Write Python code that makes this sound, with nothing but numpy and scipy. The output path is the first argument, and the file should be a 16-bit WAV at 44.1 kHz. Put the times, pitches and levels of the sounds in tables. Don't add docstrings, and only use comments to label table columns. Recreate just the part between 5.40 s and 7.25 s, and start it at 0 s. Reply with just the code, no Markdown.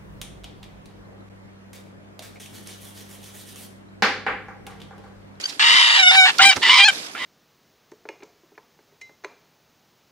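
import sys
import numpy as np
from scipy import signal
from scipy.fft import rfft, irfft
from scipy.io import wavfile
from scipy.ndimage import uniform_filter1d, minimum_filter1d, map_coordinates

SR = 44100
rng = np.random.default_rng(int(sys.argv[2]) if len(sys.argv) > 2 else 0)


def magnitude_from_level(level_db):
    exponent = np.asarray(level_db, float) / 20
    return 10 ** exponent


def persist_wave(psi):
    counts = np.round(np.clip(psi, -1, 1) * 32767).astype(np.int16)
    wavfile.write(sys.argv[1], SR, np.atleast_2d(counts).T)


N = 81585


def evened(x):
    return x / np.sqrt(np.mean(x ** 2) + 1e-20)


def read(points, hz):
    f, value = np.transpose(points)
    return np.interp(np.log(hz + 1), np.log(f + 1), value)


def columns(rows):
    s, *cols = np.transpose(rows)
    start, end = round(s[0] * SR), round(s[-1] * SR)
    t = np.arange(start, end) / SR
    return start, [np.interp(t, s, c) for c in cols]


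def add(mix, at, sound):
    part = mix[..., at:at + sound.shape[-1]]
    part += sound[..., :part.shape[-1]]


def drift(count, hz):
    pole = [1, -np.exp(-2 * np.pi * hz / SR)]
    once = signal.lfilter([1], pole, rng.standard_normal(N))
    return evened(signal.lfilter([1], pole, once)[-count:])


def edges(count, s=0.0016):
    k = np.arange(count)
    return np.clip(np.minimum(k, count - k) / (s * SR), 0, 1)


def resonate(x, hz, width):
    turn = np.exp(2j * np.pi * np.cumsum(hz * np.ones(len(x))) / SR)
    r = np.exp(-np.pi * width / SR)
    return 2 * (turn * signal.lfilter([(1 - r) ** 2], [1, -2 * r, r * r], x / turn)).real


def split(db):
    return magnitude_from_level(np.multiply.outer([.5, -.5], db))


def echoes(x, gap_s, t60):
    t = np.arange(SR // 2) / SR
    signs = rng.choice([-1., 1.], (2, len(t)))
    present = rng.random((2, len(t))) < .06
    taps = signs * present * magnitude_from_level(-60 * t / t60) * (t > gap_s)
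    taps = taps / np.linalg.norm(taps, axis=1, keepdims=True)
    return signal.fftconvolve(x, taps, axes=1)[:, :N]


def noise(tone_curve, patchy_db, flicker_db):
    # frequency in Hz, likeness of left and right (-1 to 1)
    likeness = [(400, 0.74), (1500, -0.42), (2500, -0.3)]
    # frequency in Hz, left minus right in dB
    shade = [(100, -1), (3000, -3), (8000, -10.5)]
    frames, hz = N // 128 + 5, np.fft.rfftfreq(512, 1 / SR)
    a, b, c, d, grain = rng.standard_normal((frames, 257, 5)).T
    flicker = evened(uniform_filter1d(uniform_filter1d(grain, size=60, axis=0), size=2, axis=1))
    patches = evened(uniform_filter1d(uniform_filter1d(grain, size=6, axis=0), size=20, axis=1))
    same = np.clip(read(likeness, hz), -1, 1)[:, None]
    left = a + 1j * b
    right = same * left + np.sqrt(1 - same ** 2) * (c + 1j * d)
    z = np.array([left, right]) * split(read(shade, hz))[:, :, None]
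    z = z * magnitude_from_level(read(tone_curve, hz)[:, None] + patchy_db * patches + flicker_db * flicker)
    return evened(signal.istft(z, nperseg=512, noverlap=384)[1][:, :N])


def open_air():
    # time in seconds, level in dB
    level = [(.1, -47.5), (.35, -43.5), (.44, -73.5), (.58, -86), (.62, -52), (.68, -66.5), (.75, -52),
             (.85, -52), (.95, -44), (1.08, -35.5), (1.11, -55), (1.17, -41), (1.35, -44), (1.47, -52),
             (1.55, -46), (1.85, -46)]
    # frequency in Hz, level in dB
    colour = [(25, -38), (100, 0), (280, 13.5), (700, 4.5), (2500, -18), (6000, -60), (15000, -50)]
    fader = magnitude_from_level(np.interp(np.arange(N) / SR, *np.transpose(level)))
    return fader * noise(colour, patchy_db=1.5, flicker_db=1.2)


def rustle():
    # time in seconds, level in dB
    level = [(0, -36.5), (.13, -37.5), (.17, -43.5), (.4, -32.5), (.86, -29), (.91, -36.5), (.96, -35),
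             (1.2, -34), (1.4, -36), (1.48, -49), (1.52, -31.5), (1.66, -34.5), (1.7, -40.5), (1.85, -38)]
    # frequency in Hz, level in dB
    colour = [(100, -44), (250, -22), (600, -5), (1500, -1), (5000, -1.5), (8000, -11), (12000, -17),
              (15000, -47)]
    fader = magnitude_from_level(np.interp(np.arange(N) / SR, *np.transpose(level)))
    return fader * noise(colour, patchy_db=1.4, flicker_db=1.8)


def wing_draughts():
    # start in seconds, level in dB
    puffs = [
        (1.001, -31.5),
        (1.034, -34.5),
        (1.289, -40.5),
    ]
    out = np.zeros((2, N))
    for s, db in puffs:
        count = round(0.027 * SR)
        push = np.array([drift(count, 94), drift(count, 70)])
        add(out, round(s * SR), magnitude_from_level(db) * push * np.hanning(count))
    return out


def bumps():
    # start in seconds, level in dB, length in seconds, centre in Hz
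    knocks = [
        (.007, -27, .006, 5200),
        (0.083, -29.5, .016, 4510),
        (0.982, -6.5, 0.004, 4200),
        (1.042, -25, 0.024, 8120),
        (1.157, -22.5, 0.015, 510),
        (1.159, -18, 0.0063, 5050),
    ]
    out = np.zeros((2, N))
    for s, db, length, hz in knocks:
        t = np.arange(0, 2 * length, 1 / SR)
        a, b = rng.standard_normal((2, 4000))[:, :len(t)] * magnitude_from_level(2.0 * drift(len(t), 660))
        grit = [evened(resonate(v, hz, 3200)) for v in (a, .8 * a + .6 * b)]
        swell = magnitude_from_level(db - 12.8 * (t / length / 2) ** 2) * np.minimum(t / 0.011, 1)
        add(out, round(s * SR), split(-5.0)[:, None] * grit * swell)
    return out


def squeaks():
    # time in seconds, pitch of the third harmonic in Hz, level in dB
    glides = [
        [(0.034, 4100, -44), (0.042, 4655, -19), (0.05, 4900, -50)],
        [(0.055, 4600, -16), (0.061, 4850, -24), (0.068, 4500, -41)],
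    ]
    harmonics_db = [-25, -13, -9, -19]
    out = np.zeros(N)
    for rows in glides:
        at, (hz, db) = columns(rows)
        turns = np.cumsum(hz / 3 * (1 + 0.002 * drift(len(hz), 300))) / SR
        voice = sum(magnitude_from_level(db + g) * np.sin(2 * np.pi * (m + 1) * turns) for m, g in enumerate(harmonics_db))
        add(out, at, voice * edges(len(hz), 0.0022))
    out = np.array([out * magnitude_from_level(12.5), np.roll(out, 20) * magnitude_from_level(12.0)])
    return out + magnitude_from_level(-21.0) * echoes(out, .002, .12)


def rasp(rows, tilt_db):
    # multiple of the windpipe pitch, width in Hz, level in dB
    windpipe = [(1.0, 690, -6.5), (2.12, 770, 1), (3.1, 650, 1), (3.75, 790, 0), (4.9, 870, -4),
                (5.9, 610, -12.5), (7.1, 1300, -16.5), (8.8, 2150, -21.5)]
    jitter, shimmer_db, breath = .09, 1.8, .38
    flutter_db, chest_hz = 0.98, 700
    at, (db, hz) = columns(rows)
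    turns = np.cumsum(hz * np.clip(1 + jitter * drift(len(hz), 500), .3, 2)) / SR
    size = magnitude_from_level(shimmer_db * rng.standard_normal(N // 8))[turns.astype(int)]
    slaps = evened(np.diff(np.floor(turns), prepend=0) * size)
    hiss = evened(size * np.exp(-(turns % 1) / 0.5) * rng.standard_normal(N)[:len(hz)])
    drive = (1 - breath) * slaps + breath * hiss
    pipe = np.zeros(len(hz))
    for k, (multiple, width, gain_db) in enumerate(windpipe):
        pipe += (-1) ** k * magnitude_from_level(gain_db + tilt_db * k) * resonate(drive, multiple * hz, width)
    pipe = signal.sosfilt(signal.butter(4, chest_hz, "high", fs=SR, output="sos"), pipe)
    pipe = pipe / np.sqrt(uniform_filter1d(pipe ** 2, size=700) + 1e-12)
    return at, pipe * magnitude_from_level(db + flutter_db * drift(len(hz), 38)) * edges(len(hz))


def rasping_calls():
    # time in seconds, effort in dB, windpipe pitch in Hz
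    rasp_a = [(0.194, -14, 887), (0.201, -14.5, 899.5), (0.389, -13.5, 984.3), (0.458, -15, 962.6),
              (.58, -15, 918), (0.618, -25, 896), (.645, -51, 970)]
    rasp_b = [(.645, -64, 870.3), (0.704, -42, 910.3), (0.714, -20, 906.7), (0.755, -13, 926.3),
              (0.769, -59, 903.6), (0.847, -60.5, 905.7), (0.855, -16, 879), (0.906, -16.5, 887),
              (0.919, -80, 890)]
    rasp_c = [(.989, -32, 700), (.993, -14, 700), (1.008, -13, 760), (1.022, -10, 990), (1.05, -8, 980),
              (1.062, -27, 930), (1.105, -27, 950), (1.115, -18, 950), (1.135, -22, 720), (1.142, -40, 700)]
    rasp_d = [(1.216, -32, 900), (1.233, -14, 960), (1.245, -17, 960), (1.286, -16, 960), (1.304, -11, 970),
              (1.323, -15, 1030), (1.385, -12, 1030), (1.408, -14, 1011), (1.428, -26, 971),
              (1.44, -30, 983)]
    rasp_e = [(1.44, -29, 875), (1.472, -38, 801.4), (1.484, -18.5, 789.6), (1.495, -28, 806.3),
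              (1.506, -18.5, 716)]
    rasp_f = [(1.747, -35.5, 720), (1.754, -35, 693.4), (1.771, -35.5, 863), (1.8, -31.5, 1024),
              (1.85, -28, 975)]
    bright_db = [-0.24, -0.91, 0.52, -0.75, 1, -2.5]
    out = np.zeros(N)
    for rows, tilt_db in zip((rasp_a, rasp_b, rasp_c, rasp_d, rasp_e, rasp_f), bright_db):
        add(out, *rasp(rows, tilt_db))
    return out


def tone(rows, overtones, throw):
    wobble_db, fall_db = 4, -2.5
    at, (hz, low_db, top_db) = columns(rows)
    turns = np.cumsum(hz * (1 + 0.0059 * drift(len(hz), 170))) / SR
    out = np.zeros((2, len(hz)))
    overtones = overtones + list(overtones[-1] + fall_db * np.arange(1, 6))
    for k, db in enumerate([low_db] + [top_db + o for o in overtones]):
        wobble = wobble_db * min(k, 4) / 4 * np.array([drift(len(hz), 33), drift(len(hz), 43)])
        pan = split(throw[min(k, len(throw) - 1)])[:, None]
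        out += pan * magnitude_from_level(db + wobble) * np.cos(2 * np.pi * (k + 1) * turns - 0.8 * k * k)
    return at, np.sqrt(2) * out * edges(len(hz))


def locked_calls():
    # time in seconds, pitch in Hz, fundamental in dB, overtones in dB
    tone_a = [(.57, 781.7, -35.5, -40), (0.598, 770.6, -27, -20), (0.62, 756, -28, -29),
              (0.632, 736, -28.5, -19), (0.66, 725, -30.5, -20.5), (0.678, 745, -25.5, -16.5),
              (0.704, 703.5, -36, -21.5), (0.715, 737, -19, -19)]
    tone_b = [(.712, 755, -23.5, -21), (0.751, 767, -24.5, -24), (0.76, 765, -22, -18),
              (0.793, 766.6, -16.5, -11), (0.814, 752, -22.5, -14.5), (0.849, 746.7, -20.5, -16.5),
              (0.874, 755, -24, -23.5)]
    tone_c = [(.997, 773.6, -19, -50), (1.038, 779.4, -16, -12), (1.052, 783.3, -15, -12.5),
              (1.073, 791, -18, -10), (1.087, 799, -21, -18), (1.099, 765, -20.5, -8),
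              (1.119, 762, -31, -26)]
    tone_d = [(1.385, 799, -27, -15), (1.42, 795.2, -29.5, -16.5), (1.441, 800, -24, -11),
              (1.448, 840, -32, -13)]
    tone_e = [(1.446, 824, -31, -15), (1.455, 845, -24, -15), (1.472, 867, -30.5, -13.5),
              (1.482, 825, -25, -19)]
    tone_f = [(1.479, 816, -38, -20), (1.487, 777, -23.5, -12), (1.499, 786, -35, -20),
              (1.503, 790, -59, -23)]
    overtones = [
        [-5, 5.5, -0.5, 1.5, -16.5, -8, -15, -19],
        [-3, 1.5, -8.5, -3, -20, -13.5, -26.5, -20.5],
        [-9.5, 1, -4, -7.5, -14, -12, -20, -16],
        [-16, 2, 1, -10, -13, -22, -24.5, -24.5],
        [-7, -4.5, -10.5, -6, -14.5, -19, -22, -34],
        [-0.5, -3.5, -2.5, -17, -16, -20, -35, -18.5],
    ]
    # left minus right in dB, from the fundamental up
    throw = [[4, -14, 4, 1, -1, -5], [0, -6, 4, 8, -5, -5], [-1, -8, 4, 2, 1, -6]] + 3 * [[1, 5, 0, -4, 7,
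             -2]]
    out = np.zeros((2, N))
    for call in zip((tone_a, tone_b, tone_c, tone_d, tone_e, tone_f), overtones, throw):
        add(out, *tone(*call))
    return out


def catches():
    # middle in seconds, length in seconds, pitch in Hz, level in dB, left minus right in dB
    rings = [(.235, .02, 900, -27, 0), (.287, .025, 2080, -21, 3), (.325, .03, 2880, -21, 5),
             (.392, .03, 2015, -18, 3), (.39, .03, 3040, -19, 5), (.41, .06, 960, -27, 0),
             (.43, .02, 3000, -20, 5), (.996, .016, 1400, -11, 0), (1.008, .016, 1550, -15, 0),
             (1.03, .024, 2150, -13, 0), (1.046, .014, 2050, -9, 0), (1.052, .016, 3720, -14, 0),
             (1.26, .04, 1990, -16, 0), (1.303, .03, 2935, -9, 0), (1.29, .04, 970, -25, 0),
             (1.33, .04, 1000, -26, 0), (1.365, .05, 975, -22, 0), (1.345, .05, 2300, -18, 0),
             (1.41, .04, 2000, -21, 0), (1.405, .04, 2800, -22, 0), (1.415, .035, 3600, -20, 0),
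             (1.41, .04, 1200, -32, 0), (1.754, .016, 1410, -36, 0), (1.77, .02, 1700, -39, 0),
             (1.825, .05, 2010, -33, -2)]
    out = np.zeros((2, N))
    for s, length, hz, db, pan_db in rings:
        count = round(length * SR)
        turns = np.cumsum(hz * (1 + .012 * drift(count, 120))) / SR
        level = magnitude_from_level(db + 3 + 2 * drift(count, 150)) * np.hanning(count) ** .7
        add(out, round((s - length / 2) * SR), split(pan_db)[:, None] * level * np.sin(2 * np.pi * turns))
    return out


def hen():
    # time in seconds, left lead in samples
    path = [(.25, 15.5), (.62, 11.5), (.8, 7.5), (1.05, 3), (1.25, 1), (1.8, 1)]
    # frequency in
    # Hz, left minus right in dB
    shade_side = [(600, 10.5), (1500, -15.5), (2300, 4.5), (3500, 5.5), (4700, -7.5), (9000, -11.5)]
    shade_front = [(600, -6), (2500, -1.5), (7000, -5.5)]
    near_db, near_t60_s = -5, .009 * 4
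    far_db, far_t60_s = -19, 0.2
    rough, clean = rasping_calls(), catches() + locked_calls()
    k, hz = np.arange(N), np.fft.rfftfreq(N, 1 / SR)
    lead = np.interp(k / SR, *np.transpose(path))
    side, front = (irfft(rfft(rough) * split(read(s, hz)), N) for s in (shade_side, shade_front))
    share = np.clip(lead / 6, 0, 1)
    rough = share * side + (1 - share) * front
    voice = clean + rough + magnitude_from_level(near_db) * echoes(rough, .0004, near_t60_s)
    late_right = map_coordinates(voice[1], [k - lead], order=3, mode="nearest")
    voice = np.array([voice[0], late_right])
    voice = voice + magnitude_from_level(far_db) * echoes(voice, 0.004, far_t60_s)
    return signal.sosfilt(signal.butter(4, 520, "high", fs=SR, output="sos"), voice)


def scene():
    return open_air() + rustle() + wing_draughts() + bumps() + squeaks() + hen()


def roll_off(x):
    return signal.sosfilt(signal.butter(12, 15500, fs=SR, output="sos"), x)


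def record(dry):
    cut = signal.sosfilt(signal.butter(2, 60, "high", fs=SR, output="sos"), dry)
    gain = np.minimum(1.03 / (abs(cut) + 1e-9), 1)
    gain = uniform_filter1d(minimum_filter1d(gain, size=151), size=151)
    return roll_off(np.clip(cut * gain, -1.0, 1.0))


dry = scene()
out = record(dry)
persist_wave(out)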